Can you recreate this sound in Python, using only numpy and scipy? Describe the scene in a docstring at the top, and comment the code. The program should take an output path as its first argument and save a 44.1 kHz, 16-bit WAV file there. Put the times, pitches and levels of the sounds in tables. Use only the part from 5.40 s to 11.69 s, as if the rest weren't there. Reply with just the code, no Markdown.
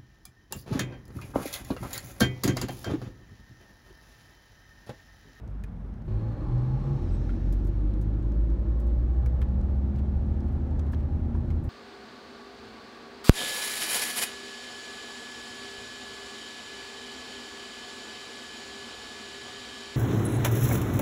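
"""Inside a four-cylinder car: the idle at a light cuts straight to the car already moving in first gear;
it shifts up and gathers speed. The engine's firings make a note with harmonics (tones at multiples of
the firing rate), which swell as they sweep through the cabin's resonances (pitches it likes to ring at).
Tyres rumble and swish on a damp road, and a motorbike runs alongside. Plastic trim ticks, knocks and
rattles now and then, and something gives a tiny squeak."""
import sys
import numpy as np
from scipy import signal
from scipy.fft import rfft, irfft, next_fast_len
from scipy.io import wavfile

SR = 44100
rng = np.random.default_rng(int(sys.argv[2]) if len(sys.argv) > 2 else 0)


def output_pcm(signal):
    """Save a mono or channel-first signal as 16-bit PCM at the path in sys.argv[1].

    Samples are clipped to [-1, 1] before scaling.
    """
    pcm = np.clip(np.atleast_2d(signal).T, -1, 1) * 32767
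    wavfile.write(sys.argv[1], SR, np.round(pcm).astype(np.int16))


N = 277389
T = np.arange(N) / SR
CUT_TO_DRIVING_S, FULL_THROTTLE_S, SHIFT_S, SHIFT_LENGTH_S = .675, 1.29, 1.59, .21

# Loose panels knock, each with a snap of the trim. ring_db is relative to level_db,
# overtone_db to the ring.
# start_s, level_db, pitch_hz, ring_db, overtone_db, snap_db, snap_treble_db
PANEL_KNOCKS = [(0.238, -52, 1730, 1.5, 1.5, -57, -57), (1.893, -48.5, 1400, 6, -25, -68, -80),
                (3.86, -48.5, 1730, -16, -6, -55, -58.5), (4.016, -45, 2180, -11, 5, -67, -58),
                (4.023, -47, 1250, -8, 1, -71, -75), (5.394, -60, 2275, 0, -2, -55.5, -71),
                (5.466, -59, 2230, -5, -8, -79, -81), (5.533, -43, 1207, -4, -0.5, -65, -82),
                (5.95, -42, 980, 3, -12, -79, -87), (6.104, -59, 2150, 7, -15, -63, -75)]


def from_db(db):
    """Turn decibels into a number to multiply a sound by."""
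    return 10 ** (np.asarray(db) / 20)


def rms_one(x):
    """Scale a sound so that its average strength (rms) is 1."""
    return x / np.sqrt(np.mean(x ** 2) + 1e-20)


def in_time(rows):
    """Join rows of (time_s, values...) with straight lines: one curve for each value."""
    times, *columns = np.transpose(rows)
    return [np.interp(T, times, column) for column in columns]


def rise(middle_s, length_s):
    """A ramp from 0 to 1."""
    return np.clip((T - middle_s) / length_s + .5, 0, 1)


def swell(middle_s, length_s):
    """A bell-shaped rise and fall."""
    return np.exp(-(2 * (T - middle_s) / length_s) ** 2)


def drift(rate_hz):
    """A smooth random wobble of typical size 1; a higher rate wobbles faster."""
    step, warm_up = 40, 2000  # samples per point, points thrown away
    pole = np.exp(-2 * np.pi * rate_hz * step / SR)
    white = rng.standard_normal(N // step + warm_up + 2)
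    slow = signal.lfilter([1], [1, -2 * pole, pole * pole], white)[warm_up:]
    return np.interp(np.arange(N) / step, np.arange(len(slow)), rms_one(slow))


def band(x, low_hz, high_hz):
    """Keep the part of a sound between two pitches, at strength 1."""
    return rms_one(signal.sosfilt(signal.butter(2, [low_hz, high_hz], "band", fs=SR, output="sos"), x))


def noise(colour):
    """Noise of strength 1, shaped by rows of (pitch_hz, level_db) and falling steeply past their ends."""
    size = next_fast_len(N, True)
    hz = np.maximum(np.fft.rfftfreq(size, 1 / SR), 1)
    pitch_hz, level_db = np.transpose(colour)
    octaves_outside = np.abs(np.log2(hz / np.clip(hz, pitch_hz[0], pitch_hz[-1])))
    gain = from_db(np.interp(np.log(hz), np.log(pitch_hz), level_db) - 48 * octaves_outside)
    return rms_one(irfft(gain * rfft(rng.standard_normal(size)))[:N])


def resonances(table, hz):
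    """How strongly a set of resonances answers a pitch: most at their centres."""
    return sum(from_db(db) / (1 + (2 * (hz - centre) / width) ** 2) for centre, width, db in table)


def ringing(table):
    """Noise of strength 1 ringing in a set of resonances."""
    size = next_fast_len(N, True)
    gain = resonances(table, np.fft.rfftfreq(size, 1 / SR))
    return rms_one(irfft(gain * rfft(rng.standard_normal(size)))[:N])


def turning(rate_hz):
    """The angle (phase) of something going round, from a random start."""
    return 2 * np.pi * (np.cumsum(rate_hz) / SR + 2 * rng.random())


def tone(phase, level_db, waver_db):
    """A pure tone whose loudness wavers."""
    return np.sqrt(2) * from_db(level_db + waver_db * drift(14)) * np.sin(phase)


def blow(start_s, level_db, fade_s):
    """Loudness of a hit: it falls 60 dB in fade_s, and a hard one opens with a brief crack."""
    out, start = np.zeros(N), int(start_s * SR)
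    age = T[:min(N - start, SR // 5)]
    hardness = np.clip((level_db + 60) / 10, 0, 1)
    crack = 1 + .7 * hardness * np.exp(-age / .0025)
    out[start:start + len(age)] = from_db(level_db - 60 * age / fade_s) * crack
    return out


def touches(per_s, spread_db, fade_s):
    """Loudness of random light taps, each falling 60 dB in fade_s."""
    hits = rng.random(N) < per_s / SR
    strength = from_db(spread_db * np.clip(rng.standard_normal(N), -2, 2))
    return signal.lfilter([1], [1, -from_db(-60 / (fade_s * SR))], hits * strength + 1e-18)


def idling():
    """The engine hums at twice its firing rate over the murmur of the standing car."""
    # The idling engine: time_s, firings_per_s, hum_db
    idle = [(0, 26, -41), (.35, 23, -38), (.66, 24.6, -40.5)]
    # Colour of the murmur: pitch_hz, relative_db
    murmur_colour = [(15, -26), (25, -26), (33, -25), (55, 1), (80, -7.5), (100, -4.5), (175, -12),
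                     (215, -10.5), (275, -22), (438, -27.5), (1210, -37.5), (1420, -38), (2430, -50.5),
                     (3090, -54), (4000, -57), (4700, -62), (5280, -59.5), (7280, -68.5), (15000, -73)]
    firing_hz, hum_db = in_time(idle)
    phase = turning(firing_hz)
    murmur = from_db(-38.5) * noise(murmur_colour) * (1 + .095 * np.cos(phase))
    return tone(2 * phase, hum_db, waver_db=.6) + murmur


def trim():
    """Plastic trim snaps sharply, and its faint chatter thickens as the car gathers speed."""
    # Dry ticks of the trim: start_s, level_db
    ticks = [(.077, -62.5), (.54, -68), (.62, -69), (1.181, -61.5), (2.537, -59), (2.827, -62),
             (2.92, -61.5), (3.1, -61), (4.086, -65), (4.213, -60.5), (4.561, -60.5), (4.585, -61),
             (5.005, -59.5), (5.309, -63), (6.008, -67)]
    # Bright creaks of plastic on plastic: start_s, level_db
    creaks = [(2.125, -63), (2.247, -73), (2.269, -69.5), (2.612, -67.5), (3.399, -69), (3.467, -74.5),
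              (5.521, -68.5), (6.247, -75)]
    # Each snap: start_s, level_db, treble_db, fade_s
    snaps = [(s, db, treble_db, .037) for s, *_, db, treble_db in PANEL_KNOCKS]
    snaps += [(s, db, db - 11.5, .021) for s, db in ticks]
    snaps += [(s, db, db + 6.8, .084) for s, db in creaks]
    middle = sum(blow(s, db, fade_s) for s, db, _, fade_s in snaps)
    treble = sum(blow(s, db, fade_s) for s, _, db, fade_s in snaps)
    taps_per_s = 70 * np.maximum(.35, rise(3.3, 4.7))
    chatter = from_db(-82) * touches(taps_per_s, spread_db=5, fade_s=.03)
    white = rng.standard_normal((3, N))
    return (middle * band(white[0], 2700, 6800) + treble * band(white[1], 4800, 16000)
            + chatter * band(white[2], 4200, 12500))


def knocks():
    """A panel takes a moment to get moving, then rings with two tones inside a dull clatter."""
    out, white = np.zeros(N), rng.standard_normal(N)
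    for start_s, level_db, pitch_hz, ring_db, overtone_db, *_ in PANEL_KNOCKS:
        phase = 2 * np.pi * pitch_hz * (T - start_s)
        ring = from_db(ring_db) * (np.sin(phase) + from_db(overtone_db) * np.sin(1.42 * phase))
        clatter = band(white, .6 * pitch_hz, 1.32 * pitch_hz)
        loudness = blow(start_s, level_db, fade_s=.046) * rise(start_s + .00028, .0046)
        out += loudness * (ring + clatter)
    return out


def first_gear():
    """Working hard, the engine booms, builds up a rasping growl and hisses as it sucks in air."""
    # Engine speed: time_s, firings_per_s
    speed = [(.68, 52), (.8, 54.1), (.9, 56.6), (1.1, 60.6), (1.3, 64), (1.4, 67), (1.5, 69.4),
             (1.62, 68.8)]
    # Boom at twice the firing rate: time_s, level_db
    boom_levels = [(0.68, -35), (0.73, -28), (0.9, -37), (0.99, -44), (1.16, -23), (1.33, -28.5),
                   (1.434, -33.5), (1.498, -26), (1.62, -33.5)]
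    # Harmonics before the cabin shapes them: multiple, level_db
    growl_levels = [(3, -51), (4, -53), (5, -45), (6, -45), (7, -40.5), (8, -52), (9, -48), (11, -49),
                    (12, -48), (14, -54), (15, -52.5), (17, -51), (19, -51), (26, -53.5)]
    # Colour of the air intake's hiss: pitch_hz, relative_db
    intake_colour = [(3300, -8), (3950, 1.5), (4280, 20), (4550, -10.5)]
    (firing_hz,), (boom_db,) = in_time(speed), in_time(boom_levels)
    phase = turning(firing_hz)
    growl = harmonics(phase, firing_hz, growl_levels, between_db=-8.5, flutter=.45, below_multiple=26)
    rasp_ring = ringing([(848, 69, 0)])  # pitch_hz, width_hz, relative_db
    rasp = from_db(-56) * swell(1.31, 1.0) * rasp_ring * (1 + .5 * np.cos(phase / 2))
    building = from_db(-4 * (1 - rise(.87, .3)))
    intake = from_db(-77) * noise(intake_colour) * (1 + .12 * np.cos(phase))
    boom = tone(phase, -43, waver_db=1) + tone(2 * phase, boom_db, waver_db=1.5)
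    return boom + building * (growl + rasp) + intake


def harmonics(phase, firing_hz, levels, between_db, flutter, below_multiple):
    """Engine harmonics sweep through the cabin's resonances; unequal cylinders add weak tones between."""
    out = np.zeros(N)
    jitter = .022 * drift(8)  # the engine turns unevenly, blurring high harmonics most
    growl = from_db(5.5 * labour())
    bite = from_db(6 * swell(3.52, 2.5))  # high harmonics stand out for a while as the revs climb
    for multiple in np.arange(levels[0][0], below_multiple, .5):
        strength = from_db(np.interp(multiple, *np.transpose(levels)) + between_db * (multiple % 1 > 0))
        level = strength * np.interp(T, T[::200], cabin(multiple * firing_hz[::200]))
        if multiple >= 4:
            level *= growl if multiple <= 7 else bite
        angle = multiple * (phase + jitter) + 2 * np.pi * rng.random()
        out += np.sqrt(2) * level * (1 + flutter * drift(12)) * np.sin(angle)
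    return out


def cabin(hz):
    """How strongly the cabin and the car's body pass on a tone of this pitch."""
    # Mostly broad resonances of the cabin: pitch_hz, width_hz, gain_db
    cabin_resonances = [(92, 71, 4), (214, 40, -1.5), (339, 81, -5.5), (536, 63, -12.5), (588.3, 19, -8.5),
                        (804, 19, -13), (1090, 210, -18.5), (1080, 230, -19.5), (1790, 430, -26.5)]
    # Narrow resonances of the body: pitch_hz, width_hz, gain_db
    body_resonances = [(203, 22, 5), (229, 9, 7.5), (298.6, 8.4, 1.5), (332, 22, -4.5), (505, 22, -6.5),
                       (624, 19, -10), (803, 32, -7), (839, 44, -11.5)]
    return np.hypot(resonances(cabin_resonances, hz), resonances(body_resonances, hz))


def motorbike():
    """A one-cylinder bike speeds up and shifts; its second harmonic throbs against the car's boom."""
    # The bike's ride: time_s, firings_per_s, gain_db
    ride = [(.9, 31, -10.5), (1.3, 36.4, -7.5), (1.7, 43, -1.5), (2.05, 39, -3.5), (2.5, 36.4, -7.5),
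            (3.2, 33.3, -2.5), (3.9, 37.6, -1.5), (4.5, 42.1, 0), (5.25, 41.9, 0.5), (5.6, 43.1, -2.5),
            (6.29, 41.7, -2.5)]
    # Its harmonics before that gain: multiple, level_db
    levels = [(2, -34.5), (3, -42.5), (4, -55), (5, -55.5), (6, -46), (7, -58), (8, -55.5), (9, -56.5),
              (10, -61), (14, -67), (16, -64.5), (18, -65), (19, -64.5), (20, -71)]
    firing_hz, gain_db = in_time(ride)
    out, phase = np.zeros(N), turning(firing_hz)
    for multiple in range(2, 23):
        angle = multiple * (phase + .05 * drift(12)) + 2 * np.pi * rng.random()
        out += tone(angle, gain_db + np.interp(multiple, *np.transpose(levels)), waver_db=2.5)
    return out


def road():
    """Tyres shake the floor, panels drone, and the tread roars, hisses and swishes through a wet patch."""
    # Colours of the five road noises: pitch_hz, relative_db
    rumble_colour = [(22, -19.5), (32, -9), (44, 1.5), (60, -5.5), (85, -14), (110, -5.5), (140, -11.5),
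                     (175, -14), (230, -19), (300, -28)]
    drone_colour = [(150, -15), (205, -1.5), (240, -2.5), (275, 3), (310, -2), (345, 3.5), (385, -7),
                    (450, -18.5), (600, -30.5)]
    roar_colour = [(240, -29), (400, 3.5), (451, 1.5), (600, 1), (697, -9.5), (797, -1), (983, -7),
                   (1220, -7.5), (1590, -12.5), (1710, -11), (2400, -27.5), (3120, -59), (5280, -120)]
    hiss_colour = [(1290, -25), (2200, 1), (2680, -1.5), (3400, -4), (4250, -4), (4900, -11.5), (5360, -10),
                   (7130, -16), (7680, -18.5), (9570, -19), (10400, -27.5), (12500, -21), (14500, -30),
                   (15500, -31.5)]
    swish_colour = [(2400, -16), (3400, -7), (3850, 13), (4500, -6), (5300, 11.5), (6800, 0.5),
                    (9000, -12.5), (15000, -28.5)]
    # Rough stretches that raise the roar: middle_s, length_s, boost_db
    rough_patches = [(5.451, 0.17, 2), (5.996, 0.15, 0.5)]
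    rough_db = sum(db * swell(s, length) for s, length, db in rough_patches)
    wet = swell(1.72, .94)
    low_thump = from_db(-35) * swell(CUT_TO_DRIVING_S, .25)  # a brief low swell as idle cuts to driving
    # hypot adds two loudnesses the way unrelated noises add up
    rumble = np.hypot(driven(-35.5, 3.5, -34.5, 2.5), low_thump) * noise(rumble_colour)
    drone = np.hypot(driven(-55, 11, -49, 1), from_db(-46.5) * labour()) * noise(drone_colour)
    roar = driven(-56, 4, -53, 2.5) * from_db(rough_db + .5 * drift(6.8)) * noise(roar_colour)
    hiss_level = np.hypot(driven(-72, 3.5, -68.5, 3), from_db(-70) * wet)
    hiss = hiss_level * from_db(.5 * drift(27)) * noise(hiss_colour)
    swish = from_db(-71) * wet * noise(swish_colour)
    return rumble + drone + roar + hiss + swish


def driven(slow_db, gained_db, throttle_db, throttle_length_s):
    """Loudness of a noise that grows with the car's speed and swells under hard throttle."""
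    speed = np.clip((T - CUT_TO_DRIVING_S) / (T[-1] - CUT_TO_DRIVING_S), 0, 1)
    throttle = from_db(throttle_db) * swell(FULL_THROTTLE_S, throttle_length_s)
    return np.hypot(from_db(slow_db + gained_db * speed), throttle)


def labour():
    """From 0 to 1: how hard the engine struggles at low revs after the gear shift."""
    return rise(SHIFT_S, SHIFT_LENGTH_S) * (1 - rise(3.66, .98))


def second_gear():
    """Over a boom and a growl, a steady second harmonic and a rough, wavering third carry the rising note."""
    # Engine speed: time_s, firings_per_s
    speed = [(1.6, 43.8), (1.8, 44.7), (2.2, 48.1), (2.6, 51), (3.2, 55.2), (4.2, 65.6), (5.0, 71.4),
             (5.6, 73.7), (6.0, 77.8), (6.29, 79.7)]
    # The second harmonic booms while the engine struggles: time_s, level_db
    second_levels = [(1.7, -40), (2.1, -37.5), (2.7, -34), (3.0, -46.5), (3.9, -39.5), (4.4, -49),
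                     (5.6, -54), (6.2, -46.5)]
    # The third harmonic sings out as the revs climb: time_s, level_db
    third_levels = [(1.7, -49), (2.4, -42.5), (2.7, -47), (3.3, -47), (3.85, -60.5), (4.1, -39.5),
                    (4.95, -37.5), (5.25, -45), (5.65, -45.5), (5.9, -38), (6.29, -48.5)]
    # Higher harmonics before the cabin shapes them: multiple, level_db
    growl_levels = [(4, -55.5), (5, -54.5), (6, -52.5), (7, -56.5), (8, -53.5), (9, -55), (10, -55.5),
                    (11, -57.5), (12, -62.5), (13, -59), (15, -71.5), (20, -59.5)]
    (firing_hz,), (second_db,), (third_db,) = map(in_time, (speed, second_levels, third_levels))
    phase = turning(firing_hz)
    growl = harmonics(phase, firing_hz, growl_levels, between_db=-10, flutter=.25, below_multiple=20)
    second = tone(2 * phase, second_db, waver_db=.9)
    third = tone(3 * phase + .3 * drift(15), third_db, waver_db=2.2)
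    boom_hz, width_hz = 58.4, 23.8  # the cabin's air booms most when the firing rate meets this pitch
    boom_db = -24.5 - 10 * np.log10(1 + (2 * (firing_hz - boom_hz) / width_hz) ** 2)
    return tone(phase, boom_db, waver_db=1.07) + second + third + growl + panel_drone()


def panel_drone():
    """At low revs the struggling engine shakes the panels into a throaty drone."""
    # Narrow resonances of the panels: pitch_hz, width_hz, relative_db
    panels = [(281.4, 13, -3.5), (297, 4.9, -1), (310.6, 6.6, -1.5), (326.8, 16, 0.5), (351, 6.4, -7.5)]
    return from_db(-44) * swell(2.56, 2.2) * ringing(panels)


def squeaks():
    """Brief thin tones swell and fade, their pitch trembling."""
    # Tiny squeaks: middle_s, length_s, pitch_hz, level_db
    chirps = [(1.695, 0.022, 4930, -64), (1.74, 0.06, 8060, -67)]
    return sum(from_db(db) * swell(s, length) * np.sin(turning(hz + 18 * drift(40)))
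               for s, length, hz, db in chirps)


def rattles():
    """Loose trim shivers in quick runs of light taps that swell and fade."""
    # Shivers of the trim: middle_s, length_s, dull_db, bright_db
    shivers = [(1.902, 0.024, -57.5, -75), (4.583, .05, -65, -77), (5.538, .025, -54.5, -75),
               (5.605, 0.034, -69, -83), (5.805, .02, -77, -79), (5.953, .025, -63, -84),
               (6.11, 0.037, -63, -76), (6.247, .04, -77, -68)]
    taps = rms_one(touches(per_s=340, spread_db=1.5, fade_s=.015))
    white = rng.standard_normal((2, N))
    dull = sum(from_db(db) * swell(s, length) for s, length, db, _ in shivers)
    bright = sum(from_db(db) * swell(s, length) for s, length, _, db in shivers)
    return taps * (dull * band(white[0], 1000, 3200) + bright * band(white[1], 5000, 15000))


def scene():
    """Idle cuts to first gear, which blends into second, while road noise builds and the trim chatters."""
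    moving, shifted = rise(CUT_TO_DRIVING_S, .0165), rise(SHIFT_S, SHIFT_LENGTH_S)
    engine = np.sqrt(1 - shifted) * first_gear() + np.sqrt(shifted) * second_gear()
    drive = (1 - moving) * idling() + moving * (engine + motorbike() + road())
    return (drive + trim() + knocks() + rattles() + squeaks())[None]


def record(dry):
    """Cut away the very highest treble."""
    cutoff_hz = 15750
    return signal.sosfilt(signal.ellip(10, .1, 80, cutoff_hz, fs=SR, output="sos"), dry)


dry = scene()
out = record(dry)
output_pcm(out)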